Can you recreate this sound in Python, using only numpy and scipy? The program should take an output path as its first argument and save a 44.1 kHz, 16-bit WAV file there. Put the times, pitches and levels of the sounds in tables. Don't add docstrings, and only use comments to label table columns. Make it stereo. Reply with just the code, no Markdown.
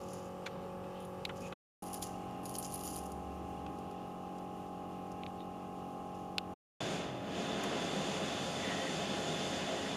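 import sys
import numpy as np
from scipy import signal
from scipy.fft import rfft, irfft
from scipy.io import wavfile

SR = 44100
rng = np.random.default_rng(int(sys.argv[2]) if len(sys.argv) > 2 else 0)


def boost_factor(decibels):
    exponent = np.asarray(decibels, float) / 20
    return 10 ** exponent


def materialize(psi):
    bounded = np.clip(np.atleast_2d(psi).T, -1, 1)
    quanta = np.round(bounded * 32767).astype(np.int16)
    wavfile.write(sys.argv[1], SR, quanta)


N = 439236
T = np.arange(N) / SR
HIT_N = 8000


def rms_one(x):
    return x / np.sqrt(np.mean(x ** 2) + 1e-20)


def in_time(rows):
    s, value = np.transpose(rows)
    return np.interp(T, s, value)


def at_hz(points, hz):
    point_hz, value = np.array(points).T
    return np.interp(np.log(hz + 1), np.log(point_hz), value)


def drift(rate_hz):
    knots = rng.standard_normal(2000)
    return np.interp(T * 2 * rate_hz, np.arange(2000), knots) * 1.3


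def resonate(x, hz, width_hz):
    r = np.exp(-np.pi * max(width_hz, 2) / SR)
    zeros = [(1 - r * r) / 2, 0, (r * r - 1) / 2]
    poles = [1, -(1 + r * r) * np.cos(2 * np.pi * hz / SR), r * r]
    return signal.lfilter(zeros, poles, x + 1e-18)


def burst(rise_s, t60_s):
    t = T[:HIT_N]
    return (1 - np.exp(-t / max(rise_s, 1e-4))) * boost_factor(-60 * t / max(t60_s, .004))


def span(start_s, length=HIT_N):
    return slice(int(start_s * SR), int(start_s * SR) + length)


def pan(left_minus_right_db):
    return boost_factor([[left_minus_right_db / 2], [-left_minus_right_db / 2]])


# freq_hz, correlation
LIKENESS = [(60, .93), (130, .95), (290, .72), (640, .6), (1410, .25), (3100, .66), (6820, .86),
            (15000, .5)]
# freq_hz, left_minus_right_db
LEAN = [(60, 1.5), (180, 0.5), (550, 2), (1650, 0.5), (4970, 1), (15000, -1)]
# freq_hz, lead_rad
BASS_LAG = [(30, -.6), (90, -0.76), (150, .1), (400, 0), (15000, 0)]


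def rush(spectrum, peaks, low_db, high_db, split_hz, patchy_db, ripple_db=2.0):
    hz = np.arange(N // 2 + 1) * SR / N
    db = at_hz(spectrum, hz) + sum(g / (1 + (2 * (hz - f) / w) ** 2) for f, w, g in peaks)
    db += ripple_db * np.interp(hz / 22, np.arange(1100), rng.standard_normal(1100))
    alike = np.clip(at_hz(LIKENESS, hz), 0, .98)
    mid, side = rfft(rng.standard_normal((2, N))) * np.sqrt(SR / 4) * boost_factor(db)
    both = np.sqrt(1 + alike) * mid + np.sqrt(1 - alike) * side * [[1], [-1]]
    halves = np.array([[.5], [-.5]])
    both = both * boost_factor(at_hz(LEAN, hz) * halves) * np.exp(1j * at_hz(BASS_LAG, hz) * halves)
    out, octave = 0, np.clip(np.log2(hz / 60 + 1e-9), -1, 9)
    for k in range(-1, 10):
        share = np.clip(1 - abs(octave - k), 0, 1)
        high = 1 / (1 + (split_hz / (60 * 2. ** k)) ** 3)
        level_db = high * high_db + (1 - high) * low_db + patchy_db * drift(7)
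        out = out + irfft(both * share, N) * boost_factor(level_db)
    return out


# freq_hz, density_db_per_hz
ROOM = [(30, -100), (60, -82.5), (130, -78), (300, -81), (600, -84), (1000, -89.5), (1400, -94.5),
        (2000, -100), (2900, -97.5), (3900, -107), (7000, -108), (10500, -111), (13000, -113.5),
        (15500, -118)]
# time_s, level_db
ROOM_SWELL = [(0, 2), (.4, -1), (.55, 4), (1.15, -0.5), (1.4, 5.5), (1.8, 0.5), (2.4, 1), (3.8, 3),
              (4.2, -1.5), (5, 0.5), (6, 0), (7.2, 2.5), (9.96, 0.5)]
# freq_hz, width_hz, gain_db
FIRST_PEAKS = [(134, 19, -1.5), (316, 19, 8), (577, 50, 5.5), (648, 60, -10), (1200, 110, 5.5),
               (1650, 71, 6), (2610, 260, 1.5), (6560, 560, -4), (9880, 900, -4.5)]
# freq_hz, width_hz, gain_db
ROOM_PEAKS = [(301, 10, 8), (467, 15, 1), (790, 36, 12), (859, 13, 6.5), (1070, 80, 4.5), (1250, 95, 8.5),
              (1690, 32, 6.5), (2790, 330, 5), (3430, 400, 1), (6540, 830, 1), (9900, 900, 0.5)]


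def room():
    swell_db = in_time(ROOM_SWELL)
    highs_db = 0.16 * swell_db - 0.46 * (T - 2.5)
    first = rush(ROOM, FIRST_PEAKS, swell_db, highs_db, split_hz=660, patchy_db=1.0)
    later = rush(ROOM, ROOM_PEAKS, swell_db, highs_db, split_hz=660, patchy_db=1.0)
    return np.where(T < 1.7, first, later)


# time_s, firing_hz
ENGINE = [
    (1.85, 54.5),
    (2.66, 64.5),
    (2.75, 66.5),
    (3.1, 71),
    (3.8, 75.5),
]
# freq_hz, level_db
WALL = [(56, -65), (63, -68), (72.5, -52.5), (76, -55), (113, -64.5), (125, -54.5), (136, -64), (147, -92)]


def engine():
    hz = in_time(ENGINE)
    turn = 2 * np.pi * np.cumsum(hz) / SR
    firing = boost_factor(at_hz(WALL, hz) + 0.97 * drift(5.4)) * np.sin(turn)
    second = boost_factor(at_hz(WALL, 2 * hz) + 1.1 * drift(6)) * np.sin(2 * turn)
    return np.sqrt(2) * (firing + second) * np.interp(T, [1.8, 1.9, 3.7, 3.85], [0, 1, 1, 0])


# start_s, end_s, stroke_hz
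SHOTS = [
    (0, 1.535, 45.83),
    (1.8215, 6.537, 45.825),
    (6.8035, 9.96, 45.85),
]
# left_db, right_db
PUMP_FIRST = [(-84, -82), (-66, -61), (-75, -75), (-53, -53), (-65, -61), (-64, -66), (-63, -67),
              (-56, -55), (-70, -60), (-61, -58), (-59, -56), (-50, -55), (-64, -62), (-68, -65),
              (-67, -67), (-56, -68), (-63, -58), (-52, -69), (-58, -62), (-74, -71), (-75, -75),
              (-74, -73), (-62, -74), (-61, -71), (-60, -64), (-64, -69), (-66, -71), (-74, -65),
              (-68, -73), (-78, -84)]
PUMP_CLOSE = [(-71, -78), (-70, -64), (-68, -67), (-52, -52), (-58, -60), (-56, -57), (-60, -59),
              (-58, -59), (-59, -58), (-61, -62), (-67, -59), (-77, -58), (-55, -62), (-59, -60),
              (-70, -66), (-56, -58), (-52, -55), (-50, -53), (-80, -85), (-77, -82), (-70, -84),
              (-70, -77), (-59, -59), (-59, -73), (-63, -77), (-69, -83), (-65, -65), (-69, -65),
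              (-75, -79), (-81, -84), (-80, -83), (-81, -85), (-90, -92), (-84, -86), (-82, -84)]
PUMP_WIDE = [(-74, -77), (-62, -61), (-66, -68), (-53, -54), (-66, -65), (-53, -54), (-57, -60), (-54, -57),
             (-68, -61), (-66, -60), (-78, -61), (-52, -61), (-53, -56), (-55, -53), (-57, -57), (-55, -59),
             (-56, -54), (-49, -58), (-65, -72), (-77, -67), (-80, -66), (-83, -69), (-61, -69), (-64, -82),
             (-77, -71), (-64, -80), (-62, -68), (-63, -66)]
ACROSS_NODE = [
    (14, 20, 23, 32),
    (12, 13, 22, 27),
    (17, 25),
]
STROKE_AT = [
    (.392, .682, .39),
    (.642, .92, .19),
    (.89, .6, .82),
]
TURNED = [
    (6, 7, 10, 14, 15, 22, 28),
    (3, 5, 15, 20, 27),
    (3, 5, 13, 17, 23),
]


def pump():
    knock_top_hz, ring_top_hz = 520, 890
    lead_rad_per_khz, node_lead_rad = 0.83, 2.4
    scatter_rad, turn_rad = .45, -2.2
    out = np.zeros((2, N))
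    tables = PUMP_FIRST, PUMP_CLOSE, PUMP_WIDE
    for shot, table, nodes, shares, turned in zip(SHOTS, tables, ACROSS_NODE, STROKE_AT, TURNED):
        start_s, end_s, stroke_hz = shot
        on = slice(int(start_s * SR), int(end_s * SR) + 999)
        for k, (left_db, right_db) in enumerate(table, 1):
            hz = k * stroke_hz
            lead = lead_rad_per_khz * hz / 1000 * rng.choice([-1, 1])
            if k in nodes:
                lead = node_lead_rad
            at = shares[np.searchsorted([knock_top_hz, ring_top_hz], hz)]
            scatter = scatter_rad * rng.standard_normal() + turn_rad * (k in turned)
            phase = 2 * np.pi * k * (stroke_hz * T[on] - at) + .5 + scatter
            wave = np.cos([phase + lead / 2, phase - lead / 2]) * boost_factor([[left_db], [right_db]])
            out[:, on] += np.sqrt(2) * wave * boost_factor(.6 * drift(3)[on])
    return out


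# time_s, peak_db, centre_hz, left_minus_right_db, contact_s
METAL_TICKS = [
    (.459, -35.5, 3000, -4, 0.0034),
    (0.465, -34.5, 2920, -2.5, 0.0011),
    (1.2522, -25.5, 3180, -5, 0.00047),
    (2.026, -32, 4230, 4, 0.0003),
    (6.3822, -23, 3340, -6.5, 0.00035),
]
# time_s, peak_db, centre_hz, left_minus_right_db, contact_s
DULL_TICKS = [(0.46, -41, 5050, -3, 0.004), (.459, -36, 2340, -2, .003), (0.42, -44, 650, 0, .003),
              (.472, -39, 1500, 5, 0.0018), (0.462, -40, 1200, 2.5, 0.0033), (.838, -52, 2660, 0, .002),
              (1.292, -39, 2600, 3.5, .004), (1.292, -38.5, 1100, 0.5, 0.0046),
              (1.524, -38, 2800, -4, 0.00087), (1.522, -39.5, 1200, -4.5, 0.0017),
              (3.664, -46, 3000, 2.5, 0.00053), (3.664, -54, 6000, 2, .0006), (3.664, -46, 1100, 2, .0008),
              (1.289, -53.5, 7700, 1, .002), (5.235, -33, 2970, -3, .0001),
              (5.2647, -32.5, 2950, -3, .0001), (5.4052, -44.5, 2900, -9, 0.00022),
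              (7.634, -32.5, 1500, -1, 0.0022)]


def ticks():
    out, noise = np.zeros((2, N)), rng.standard_normal(N)
    for table, crack_db in ((METAL_TICKS, -20.5), (DULL_TICKS, -54)):
        for s, db, hz, pan_db, contact_s in table:
            t60_s = 0.041 * (1 - np.exp(-contact_s / 0.00067))
            on, envelope = span(s), burst(contact_s, t60_s)
            hit = noise[on] * envelope
            hit[3] += 12.0 * np.exp(-contact_s / 0.0005)
            band = signal.butter(4, [.66 * hz, 1.36 * hz], "band", fs=SR, output="sos")
            body = signal.sosfilt(band, hit)
            body -= 3 * boost_factor(crack_db) * resonate(hit * envelope, 6500, 5000)
            answer = resonate(noise[on] * burst(.004, 0.05), 2900, 1500)
            tail = 0.022 * resonate(answer, 3400, 1500)
            out[:, on] += boost_factor(db) * (body + tail) / abs(body).max() * pan(pan_db)
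    return out


# time_s, peak_db, left_minus_right_db
CLINKS = [
    (1.2511, -28, -5),
    (6.3821, -17, -6.5),
]
# freq_hz, level_db, t60_s
TRAY = [(1500, -18, .02), (2340, -7, .011), (2620, -5, .013), (2930, -6, .011), (3250, -4, .011),
        (3580, -4, .017), (3980, -1, .01), (4250, -2, .009), (4550, -3, .009), (5300, -8, .009),
        (6325, -16, .008), (7300, -19, .007), (9000, -19, .006), (10200, -20, .005)]


def clinks():
    length = 4000
    out, t = np.zeros((2, N)), T[:length]
    for s, db, pan_db in CLINKS:
        ring = 0
        for hz, mode_db, t60_s in TRAY:
            strength, turn = rng.standard_normal(2)
            decay = boost_factor(mode_db + 1.5 * strength - 60 * t / t60_s)
            ring = ring + decay * np.sin(2 * np.pi * hz * t + .5 * turn)
        rebound = np.pad(ring, (40, 0))[:length]
        ring = ring * np.clip(t / .0003, 0, 1) - .6 * rebound
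        out[:, span(s, length)] += boost_factor(db) * ring / abs(ring).max() * pan(pan_db)
    return out


# start_s, length_s, freq_hz, width_hz, level_db
WHISTLES = [(0.598, 0.069, 450, 6, -52), (1.409, 0.081, 2520, 300, -57.5), (1.43, 0.071, 3148, 1300, -68.5),
            (6.81, 0.2, 143, 41, -47.5), (8.304, 0.36, 144.5, 28, -53.5), (8.585, 0.37, 1930, 230, -48.5),
            (8.6, 0.51, 3120, 39, -56), (9.758, 0.16, 1900, 180, -52), (5.385, 0.047, 3700, 300, -66),
            (7.074, 0.17, 125, 14, -49), (0.936, 0.13, 3000, 1000, -64), (1.5, 0.037, 2820, 1100, -73)]


def whistles():
    out = 0
    for s, length_s, hz, width_hz, db in WHISTLES:
        noise = rng.standard_normal(N)
        tone = rms_one(resonate(resonate(noise, hz, width_hz), hz, width_hz))
        fade = np.clip(2.1 * np.sin(np.pi * np.clip((T - s) / length_s, 0, 1)), 0, 1)
        out = out + boost_factor(db + 0.63 * drift(25)) * tone * fade
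    return out


def boil(start_s, hold_s):
    rise = np.clip((T - start_s) / .008 + 1, 0, 1)
    return rise * boost_factor(-150.5 * np.clip(T - start_s - hold_s, 0, 1))


# start_s, hold_s, level_db, upper_resonances_db
SIZZLE = [(0.0, .09, -62.5, -9), (0.103, 0.12, -61, -9), (1.015, .06, -71, 2.5), (1.36, .005, -59.5, -14),
          (1.412, .07, -61, -9), (1.813, 0.023, -55, 4), (1.884, .03, -69.5, -5), (1.93, .005, -54, -0.5),
          (1.99, .02, -69, 6), (2.022, .005, -50, -5), (2.443, .4, -57.5, 4), (2.547, .005, -66, -20.5),
          (2.66, .005, -61, -18), (2.849, 0.13, -53.5, 3), (3.03, 0.031, -77, -3.5), (3.104, .01, -85, 2),
          (6.147, .04, -66, -7.5)]
# time_s, peak_db, upper_resonances_db
SPITS = [(0.0857, -37, -19), (0.107, -44, -22), (0.1321, -37, -8.5), (1.0021, -47, -8), (1.0485, -44, -6),
         (1.4047, -37, -15.5), (1.9308, -31.5, -8), (1.942, -29.5, -9.5), (2.026, -24, -12),
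         (2.038, -33.5, -18), (2.457, -32.5, -12), (2.4932, -37, -6), (2.5406, -38, -13),
         (2.552, -25.5, -19), (2.584, -38.5, 8), (2.596, -42, 0.5), (2.627, -28.5, -19), (2.6455, -27, -22),
         (2.652, -32, -24), (2.7418, -33, -4), (2.756, -37, -5.5), (2.8355, -31.5, -6),
         (2.8744, -27.5, -13), (2.8853, -38, -6), (2.961, -38, 1), (3.119, -37.5, -14.5),
         (3.7863, -43, -17.5), (3.9105, -43.5, -16.5), (4.3826, -41, -21.5), (5.1158, -41, -22),
         (7.635, -24.5, -19)]
# freq_hz, width_hz, level_db
FLUX = [(3000, 630, -9), (4870, 380, -6.5), (6740, 840, -2.5), (7900, 160, -8.5), (9640, 610, -3),
        (10540, 270, -2), (12140, 650, -8.5), (13100, 600, -10), (14200, 900, -26.5), (9000, 1000, -10)]


def flux():
    bursting = rng.random(N) < 900 * boost_factor(4 * drift(40)) / SR
    size = boost_factor(1.5 * np.minimum(rng.exponential(1, N), 4))
    grains = bursting * size * rng.choice([-1, 1], N)
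    fizz = rms_one(rms_one(grains) + .5 * rng.standard_normal(N))
    lower, upper = np.zeros(N), np.zeros(N)
    for s, hold_s, db, bright_db in SIZZLE:
        envelope = boil(s, hold_s)
        lower += fizz * boost_factor(db) * envelope
        upper += fizz * boost_factor(db + bright_db) * envelope
    noise = rng.standard_normal(N)
    for s, db, bright_db in SPITS:
        on = span(s)
        spit = noise[on] * boost_factor(db - 12.5) * burst(0.0005, 0.042)
        spit[4] += 1.7 * boost_factor(db - 13.0)
        lower[on] += spit
        upper[on] += spit * boost_factor(bright_db + 12.0)
    out = 0
    for k, (hz, width_hz, db) in enumerate(FLUX):
        source = upper if hz > 8000 else lower
        out = out + (-1) ** k * boost_factor(db + 1.1 * drift(45)) * resonate(source, hz, width_hz)
    return 2.52 * out


# time_s, highs_peak_db, lower_ring_db
SNAPS = [(1.8277, -43, -15), (1.8396, -41, -11), (1.8646, -52.5, -9), (1.8803, -49, -6),
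         (1.9001, -48.5, -9), (1.9038, -49.5, -1), (1.933, -38.5, -5), (1.9425, -32, -12),
         (1.946, -36.5, -11), (1.9837, -50, -9), (1.9943, -47, -9), (2.0153, -46, -9), (2.0245, -30, -6),
         (2.031, -40, -2), (2.039, -40, -2), (2.0708, -49, -7), (2.3112, -53.5, -1), (2.4318, -51, -13),
         (2.4362, -48, -12), (2.4558, -36, -7), (2.4942, -36, -10), (2.5126, -43.5, -13), (2.5415, -41, -6),
         (2.5552, -40, -8), (2.5638, -34, -10), (2.5842, -38, -15.5), (2.5887, -33, -17), (2.6267, -40, -1),
         (2.6454, -47.5, 0), (2.6494, -44.5, 0), (2.6532, -52, -0.5), (2.6666, -43.5, -7),
         (2.684, -49, -11), (2.7043, -46, -6), (2.7146, -42, -8), (2.7228, -41, -4), (2.7328, -43, -9),
         (2.7403, -31.5, -17), (2.7454, -35.5, -11), (2.7563, -38, -12), (2.7601, -40, -11),
         (2.7931, -40, -4.5), (2.812, -40.5, -5), (2.8367, -41.5, -8), (2.854, -39, -9), (2.8692, -35, -10),
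         (2.9597, -36, -5), (2.9652, -35, -11), (2.9668, -38, -12), (2.9766, -39, -13), (3.0382, -45, -10),
         (3.0653, -54, -9), (3.1015, -54, -8), (3.1076, -53.5, -8), (3.1191, -45.5, -5), (3.1231, -51, -6)]
# freq_hz, width_hz, level_db
SNAP_HIGH = [(10100, 1800, 13), (12500, 2000, 12)]
SNAP_LOW = [(6800, 1400, 13), (4900, 900, 14)]


def snaps():
    high, low, noise = np.zeros(N), np.zeros(N), rng.standard_normal(N)
    for s, db, low_db in SNAPS:
        on = span(s)
        snap = .15 * noise[on] * burst(.0002, .007)
        snap[0] += np.sign(noise[on][0])
        high[on] += boost_factor(db) * snap
        low[on] += boost_factor(db + low_db) * snap
    rung = 0
    for source, rings in ((high, SNAP_HIGH), (low, SNAP_LOW)):
        for hz, width_hz, db in rings:
            rung = rung + boost_factor(db) * resonate(source, hz, width_hz)
    return signal.sosfilt(signal.butter(8, 13600, fs=SR, output="sos"), rung)


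def soldering():
    spit = flux() + snaps()
    right = boost_factor(3.5) * spit + 0.58 * np.roll(spit, 9) + .45 * np.roll(spit, 31)
    return np.array([boost_factor(3.0) * spit, right])


# freq_hz, density_db_per_hz
AIR = [(30, -106), (120, -75), (200, -65), (400, -67), (800, -73), (1400, -75), (2000, -75.5), (2900, -74),
       (3900, -84), (5500, -80.5), (7000, -84.5), (10500, -97.5), (13000, -110.8), (15500, -120.6)]
# freq_hz, width_hz, gain_db
AIR_PEAKS = [(160, 21, 11), (199.3, 16.6, 8), (174, 8.7, -4.5), (249.6, 9, 2.5), (428, 9.4, 6.5),
             (504, 17.5, -15), (523, 24, 10), (590, 14, -3), (693, 57, 10.5), (824, 30, -1.5),
             (1170, 18, -3), (1350, 35, 4), (2270, 240, -4.5), (2830, 85, -2), (3507, 225, 9.5),
             (5620, 840, -7), (6780, 220, 4), (8700, 190, -11)]
# time_s, hiss_db
FLOW = [
    (6.81, -44.5),
    (6.942, -46),
    (7.216, -64.5),
    (7.386, -49),
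    (7.6, -48),
    (8.02, -44.5),
    (9.54, -44.5),
    (9.96, -46.5),
]


def air():
    flow_db = in_time(FLOW) + 43.5
    surge_db = 3 * np.exp(-((T - 7.63) / 0.35) ** 2)
    rumble_db = -2.5 + 0.42 * flow_db + surge_db
    return rush(AIR, AIR_PEAKS, rumble_db, flow_db, split_hz=3400, patchy_db=0.63) * (T > 6.7)


def scene():
    background = room() + engine() + pump()
    return background + ticks() + clinks() + whistles() + soldering() + air()


def roll_off(x):
    return signal.sosfilt(signal.butter(12, 16410, fs=SR, output="sos"), x)


def record(dry):
    x = dry - 0.8 * resonate(dry, 7860, 330)
    x = signal.sosfilt(signal.cheby2(16, 50, 15950, fs=SR, output="sos"), x)
    gate = 0
    for start_s, end_s, _ in SHOTS:
        fade_in = np.clip((T - start_s) / .003, 0, 1)
        past_s = T - end_s
        fade_db = -2200 * np.maximum(past_s, 0) - 32 * np.clip(past_s / .011, 0, 1)
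        gate = gate + fade_in * boost_factor(fade_db) * (T < end_s + .02)
    return roll_off(x * gate)


dry = scene()
out = record(dry)
materialize(out)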